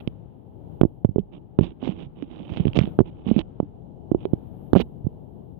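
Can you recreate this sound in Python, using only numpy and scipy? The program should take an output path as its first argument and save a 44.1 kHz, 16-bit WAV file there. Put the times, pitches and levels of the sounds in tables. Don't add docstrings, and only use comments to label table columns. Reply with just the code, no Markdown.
import sys
import numpy as np
from scipy import signal
from scipy.fft import rfft, irfft
from scipy.io import wavfile

SR = 44100
rng = np.random.default_rng(int(sys.argv[2]) if len(sys.argv) > 2 else 0)


def file_out(sig):
    cols = np.atleast_2d(sig).T
    lim = np.clip(cols, -1, 1)
    pcm = np.round(lim * 32767).astype(np.int16)
    wavfile.write(sys.argv[1], SR, pcm)


N = 246519
TIME = np.arange(N) / SR

# (time [s], left wash [dB], fizz [dB], left sand hiss [dB])
SURGE = [(0.0, -41.0, -76, -60), (0.2, -41, -89, -67.5), (0.5, -42, -86.5, -73.5),
         (0.76, -35.5, -79.5, -67), (0.95, -42.5, -85, -77.5), (1.3, -43.5, -91, -76), (1.9, -43, -91, -66),
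         (2.35, -45, -89, -68.5), (2.65, -36, -81.0, -61), (2.9, -34.5, -75.0, -55.5),
         (3.03, -40, -84, -70.5), (3.3, -39.5, -103.5, -65.5), (3.6, -41.0, -94, -65.5),
         (4.05, -38.0, -89.5, -86), (4.35, -36.5, -81, -65), (4.65, -37, -73.5, -67.5),
         (5.0, -38.5, -83.5, -72.5), (5.58, -39, -83, -83)]
# (frequency [Hz], relative level [dB])
LEFT_WASH_TONE = [(25, -15.5), (60, -4), (100, 1), (150, 2), (250, -6), (400, -9.5), (600, -18.5),
                  (850, -23), (1200, -44), (1700, -53), (3000, -66), (5000, -70)]
RIGHT_WASH_TONE = [(25, -14), (60, -18), (140, 6.5), (250, -0.5), (400, -4.5), (600, -7), (850, -4),
                   (1200, -31), (1700, -47), (2300, -45), (3000, -31), (5000, -52)]
FIZZ_TONE = [(5000, -26), (9000, -22), (11000, -1.5), (12500, 7.5), (14000, -8.5), (16000, -23)]
SAND_TONE = [(600, 11), (1200, 10), (1700, 0), (2300, -6), (3200, -5.5), (4200, -16), (5500, -30),
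             (9000, -33)]
# (start [s], swell [s], fade [s], peak force [dB])
STROKES = [(0.0, .004, .025, -51.5), (1.184, .008, 0.029, -65), (1.312, .028, 0.054, -55),
           (1.612, .032, .035, -43.5), (1.65, .02, 0.068, -54.5), (1.795, .08, 0.073, -43.5),
           (1.93, .075, 0.075, -51), (2.15, .03, 0.11, -59.5), (2.24, .125, 0.23, -54.5),
           (2.45, .125, 0.091, -46), (2.64, .04, .06, -57), (2.745, .023, .014, -32.5),
           (2.785, .008, 0.12, -45.5), (2.86, .035, 0.11, -68), (3.038, .038, 0.036, -57),
           (3.08, .11, 0.15, -66.5), (3.245, .048, .11, -45), (3.37, .022, .031, -40.5),
           (4.165, .075, .03, -57.5), (4.753, .012, .06, -38), (4.788, .018, .022, -33.5)]
# (frequency [Hz], relative level [dB])
GRIT_TONE = [(250, 7.5), (500, 7.5), (800, 8.5), (1200, -4.5), (1900, -4.5), (2400, 1), (3000, 5),
             (3850, -3), (4300, -46), (5700, -35), (7500, -60.5), (15000, -56.5)]
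CRUSH_TONE = [(1500, -21), (2800, -6.5), (3900, 6.5), (5000, -5), (6500, -13), (8500, -36), (13000, -32.5),
              (16000, -39.5)]
# (frequency [Hz], relative level [dB], time to fade by 60 dB [s])
HOUSING_RINGS = [(176.6, -7.5, 0.055), (233, -9.5, 0.082), (310, -10, 0.043)]
# (time [s], level [dB])
TICKS = [(0.0754, -10.5), (0.8131, -7), (1.0485, -26), (1.1915, -28), (1.5891, -3), (1.61, -19.5),
         (1.8782, -14.5), (2.224, -15), (2.4935, -17), (2.5716, -8.5), (2.6531, -14), (2.671, -18),
         (2.6802, -12), (2.7324, -14), (2.7683, -14), (2.7896, 3), (2.795, -9.5), (2.8042, -11),
         (2.812, -10.5), (2.8254, -14.5), (2.8344, -15), (2.855, -15), (2.9904, -8.5), (3.3638, -12.5),
         (3.3916, -4), (3.413, -14), (4.2536, -18), (4.3345, -28.5), (4.7331, -7.5), (4.7653, -7),
         (4.8062, -9), (4.8162, -12.5)]
# (time [s], level [dB])
SNAPS = [(0.8132, -9), (1.5895, -22.5), (4.7339, -13), (4.753, -28), (4.806, -30), (4.816, -33)]
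# (frequency [Hz], relative level [dB])
TICK_TONE = [(300, -16), (700, 4.5), (1300, -3), (1950, -4.5), (2600, 3), (3200, 3), (3900, -6),
             (4700, -18), (6000, -25), (7300, -42.5), (10000, -44.5), (15000, -36.5)]
SNAP_TONE = [(5000, -13), (8500, -10.5), (11000, -4), (13000, 2), (16000, -15.5)]
# (time [s], peak [dB], time for the force to rise [ms], ring pitch [Hz], ring relative to push [dB])
KNOCKS = [(0.075, -10, 2.32, 108, -24), (0.8125, 3.5, 1.81, 114, -21.5), (0.815, -10.5, 1.74, 358, -16),
          (0.8331, 2.5, 2.3, 345, -11.5), (0.8508, -3, 2.37, 330, -9), (1.0473, -1, 1.5, 102.4, 5.5),
          (1.0523, -11.5, 1.9, 134.6, -24), (1.09, -12.5, 3.5, 124, -24.5), (1.1102, -24, 3.2, 191, -19),
          (1.1597, -4.5, 2.06, 416, -8.5), (1.1827, -4, 2.02, 401, -3), (1.191, -13, 3.7, 193, 25),
          (1.379, -32, 1.6, 308, -10), (1.5884, 3.5, 2.45, 382, -10), (1.594, -17, 1.4, 395, -5.5),
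          (1.6096, -3, 2.96, 323, -19.5), (1.622, -13, 3.6, 170, 15.5), (1.8272, -16.5, 0.97, 255, 5),
          (1.8748, -13, 1.08, 268, -2), (1.8902, -10.5, 1.9, 183, 2.5), (2.0638, -25.5, 4.3, 142, -7.5),
          (2.2247, -16.5, 1.2, 279.4, 3.5), (2.401, -26, 1, 197, 8), (2.516, -18, 5.3, 223, -20),
          (2.572, -17, 2.5, 189, -16), (2.5977, -13, 2.3, 422, -18.5), (2.6014, -6.5, 4.8, 176, -0.5),
          (2.6537, -5.5, 2.65, 400, -13), (2.6686, -6, 2.72, 390, -30), (2.682, -11, 2.03, 110, 9),
          (2.764, -11.5, 0.69, 179, 12), (2.7747, -4, 2.4, 305, -21), (2.789, -1.5, 1.38, 110.2, 0),
          (2.8119, -5, 3.6, 163, 2.5), (2.8375, -12, 2.1, 204, 17), (2.8745, -15.5, 1.97, 366, -19),
          (2.989, 4.5, 1.79, 394, -8.5), (3.0039, 2, 2.42, 380, -8.5), (3.0126, -5.5, 2.35, 381, -9.5),
          (3.2654, -13, 2.1, 197, 2.5), (3.282, -17.5, 1.6, 198, 6), (3.2907, -15, 1.9, 206, 9),
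          (3.313, -0.9, 1.59, 216, 7), (3.3629, -3, 2.2, 223, 6), (3.3767, -10.5, 1.7, 172, 8.5),
          (3.3886, -12.5, 0.94, 320, 4.5), (3.6014, -3.5, 1.36, 183.6, -17.5), (3.628, -15, 2.9, 292, -7.5),
          (4.1161, -2, 2.03, 328.5, -7), (4.147, -2.5, 1.62, 357, -3), (4.2535, -9, 1.26, 380, -2),
          (4.3337, -2, 2.38, 332, -14), (4.7321, 4.5, 1.7, 263, -20.5), (4.7339, -3.5, 2.77, 148, -13),
          (4.7526, -2, 0.84, 108, 5.5), (4.7598, 3.5, 1.9, 179, -25.5), (4.765, 0.5, 1.55, 187, -29.5),
          (4.7705, -2.5, 1.52, 179.6, -9), (4.7802, -17, 2.9, 185, -2), (4.7995, -9.5, 1.12, 426, -4),
          (5.0427, -17, 4.9, 110, 2), (5.0669, -8, 2.88, 137, -13.5)]
# (frequency [Hz], relative level [dB])
WALL_TONE = [(100, 3.5), (480, 4), (780, 5.5), (1300, 4), (1800, -11), (2300, 11), (3000, 16.5), (3800, 15),
             (5500, 5.5)]


def from_db(db):
    return 10 ** (np.asarray(db) / 20)


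def rms_one(x):
    return x / np.sqrt(np.mean(x ** 2) + 1e-20)


def peak_one(x):
    return x / (np.abs(x).max() + 1e-20)


def in_time(rows):
    times, *columns = np.transpose(rows)
    return [np.interp(TIME, times, column) for column in columns]


def keep_side(x, hz, side, order=2):
    return signal.sosfilt(signal.butter(order, hz, side, fs=SR, output="sos"), x)


def colour(x, tone, size=8192):
    hz, db = np.transpose(tone)
    grid_hz = np.maximum(np.fft.rfftfreq(size, 1 / SR), 1)
    gains = from_db(np.interp(np.log(grid_hz), np.log(hz), db))
    cepstrum = irfft(np.log(gains))
    cepstrum[1:size // 2] *= 2
    cepstrum[size // 2 + 1:] = 0
    response = irfft(np.exp(rfft(cepstrum)))
    return signal.fftconvolve(x, response / np.linalg.norm(response))[:len(x)]


def drift(steps_per_s):
    steps = rng.standard_normal(8192)
    return np.interp(TIME * steps_per_s, np.arange(len(steps)), steps)


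def ring(push, hz, fade_s):
    decay = from_db(-60 / (fade_s * SR))
    angle = 2 * np.pi * hz / SR
    return signal.lfilter([1, -1], [1, -2 * decay * np.cos(angle), decay * decay], push)


def add(track, start_s, sound):
    start = round(start_s * SR)
    track[start:start + len(sound)] += sound[:N - start]


def surf(right_db=-12.0, waver_db=0.8):
    wash_db, fizz_db, _ = in_time(SURGE)
    noise = rng.standard_normal((3, N))
    swell = from_db(wash_db + waver_db * drift(25))
    left = swell * keep_side(colour(noise[0], LEFT_WASH_TONE), 5500, "low")
    right = from_db(right_db) * swell * colour(noise[1], RIGHT_WASH_TONE)
    fizz = from_db(fizz_db) * colour(noise[2], FIZZ_TONE)
    return np.array([left + fizz, right])


def currents(contacts, rumble_db=-55, slosh_db=-15, settle_s=0.034, graze_db=-9):
    *_, sand_db = in_time(SURGE)
    noise = rng.standard_normal((3, N))
    sand = from_db(sand_db) * colour(noise[0], SAND_TONE)
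    graze = from_db(sand_db + graze_db) * colour(noise[1], GRIT_TONE)
    decay = np.exp(-1 / (settle_s * SR))
    slosh = signal.lfilter([1 - decay], [1, -decay], np.abs(contacts))
    low_noise = keep_side(noise[2], 90, "low", order=4)
    rumble = rms_one(keep_side(low_noise, 42, "high"))
    rumble *= from_db(rumble_db) + from_db(slosh_db) * slosh
    return np.array([sand, graze + rumble])


def surfacing(start_s=4.73, length_s=0.11, level_db=-54):
    swell = np.sin(np.pi * np.clip((TIME - start_s) / length_s, 0, 1))
    return from_db(level_db) * swell * colour(rng.standard_normal(N), SAND_TONE)


def stroke_force(sharpness=1.2):
    power = np.zeros(N)
    for start_s, swell_s, fade_s, peak_db in STROKES:
        ramp = np.interp(TIME - start_s, [0, swell_s, swell_s + fade_s], [0, 1, 0])
        power += (from_db(peak_db) * np.sin(np.pi / 2 * ramp) ** sharpness) ** 2
    return np.sqrt(power + 1e-12)


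def scrape(force, slips_per_s=6000, size_db=3.0, judder_db=4.0, rasp_db=4, crush_db=13, hum_db=13):
    sizes = from_db(size_db * np.minimum(rng.exponential(1, N), 5))
    directions = rng.choice([-1, 1], N)
    slipping = rng.random(N) < slips_per_s / SR
    slips = rms_one(sizes * directions * slipping * from_db(judder_db * drift(300)))
    rasp = from_db(rasp_db) * colour(slips * force, GRIT_TONE)
    crushing = slips * rng.standard_normal(N) * force ** 1.687
    crush = from_db(crush_db) * colour(crushing, CRUSH_TONE)
    drag = keep_side(slips, 750, "low") * force ** 0.69
    hum = sum(from_db(db) * rms_one(ring(drag, hz, fade_s)) for hz, db, fade_s in HOUSING_RINGS)
    return rasp + crush + from_db(hum_db) * np.std(force) * rms_one(hum)


def ticks(force, decay_s=0.00087, chances_per_s=42, above_force_db=21, spread_db=3.0, chances=250):
    out, t = np.zeros(N), TIME[:SR // 100]
    times = np.cumsum(rng.exponential(1 / chances_per_s, chances))
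    levels_db = 20 * np.log10(np.interp(times, TIME, force)) + above_force_db
    levels_db += spread_db * rng.standard_normal(chances).clip(-1, 1)
    catches = [(s, db) for s, db in zip(times, levels_db) if s < TIME[-1] and db > -50]
    noises = rng.standard_normal((len(TICKS) + chances, len(t)))
    for (start_s, level_db), noise in zip(TICKS + catches, noises):
        top_hz = max(7600 * from_db(0.37 * level_db), 4200)
        crack = colour(noise * np.exp(-t / decay_s), TICK_TONE)
        crunch = keep_side(crack, top_hz, "low", order=4)
        add(out, start_s, from_db(level_db) * crunch / np.linalg.norm(crunch))
    return out


def snaps():
    clicks = np.zeros(N)
    for start_s, level_db in SNAPS:
        add(clicks, start_s, from_db([level_db]))
    return colour(clicks, SNAP_TONE)


def knocks(sharpness=4.82, low_cut_hz=68, clack_hz=3000, clack_fade_s=0.0062, hard_clack_db=-36):
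    out, t = np.zeros(N), TIME[:SR // 10]
    clack_shape = from_db(-60 * t / clack_fade_s) * (1 - np.exp(-t * clack_hz))
    clack = np.sin(2 * np.pi * clack_hz * t) * clack_shape
    for start_s, peak_db, rise_ms, ring_hz, ring_db in KNOCKS:
        rise_s = rise_ms / 1000
        force = (t / rise_s * np.exp(1 - t / rise_s)) ** sharpness
        push = peak_one(-np.gradient(force))
        fade_s = 0.033 * from_db(-0.33 * peak_db)
        ringing = from_db(ring_db) * peak_one(ring(push, ring_hz, fade_s))
        thump = keep_side(colour(push + ringing, WALL_TONE), low_cut_hz, "high")
        add(out, start_s, from_db(peak_db) * peak_one(thump))
        hardness = min(from_db(peak_db), 1) ** .5 * min(2 / rise_ms, 1) ** 2
        add(out, start_s + rise_s / 2, from_db(peak_db + hard_clack_db) * hardness * clack)
    return out


def scene(leak_db=-48):
    force = stroke_force()
    contacts = knocks() + snaps() + scrape(force) + ticks(force)
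    water = surf() + currents(contacts)
    left = surfacing() + from_db(leak_db) * contacts
    return water + np.array([left, contacts])


def record(dry, top_hz=15900):
    rounded = dry / (1 + dry ** 6) ** (1 / 6)
    return signal.sosfilt(signal.ellip(10, .1, 80, top_hz, fs=SR, output="sos"), rounded)


dry = scene()
out = record(dry)
file_out(out)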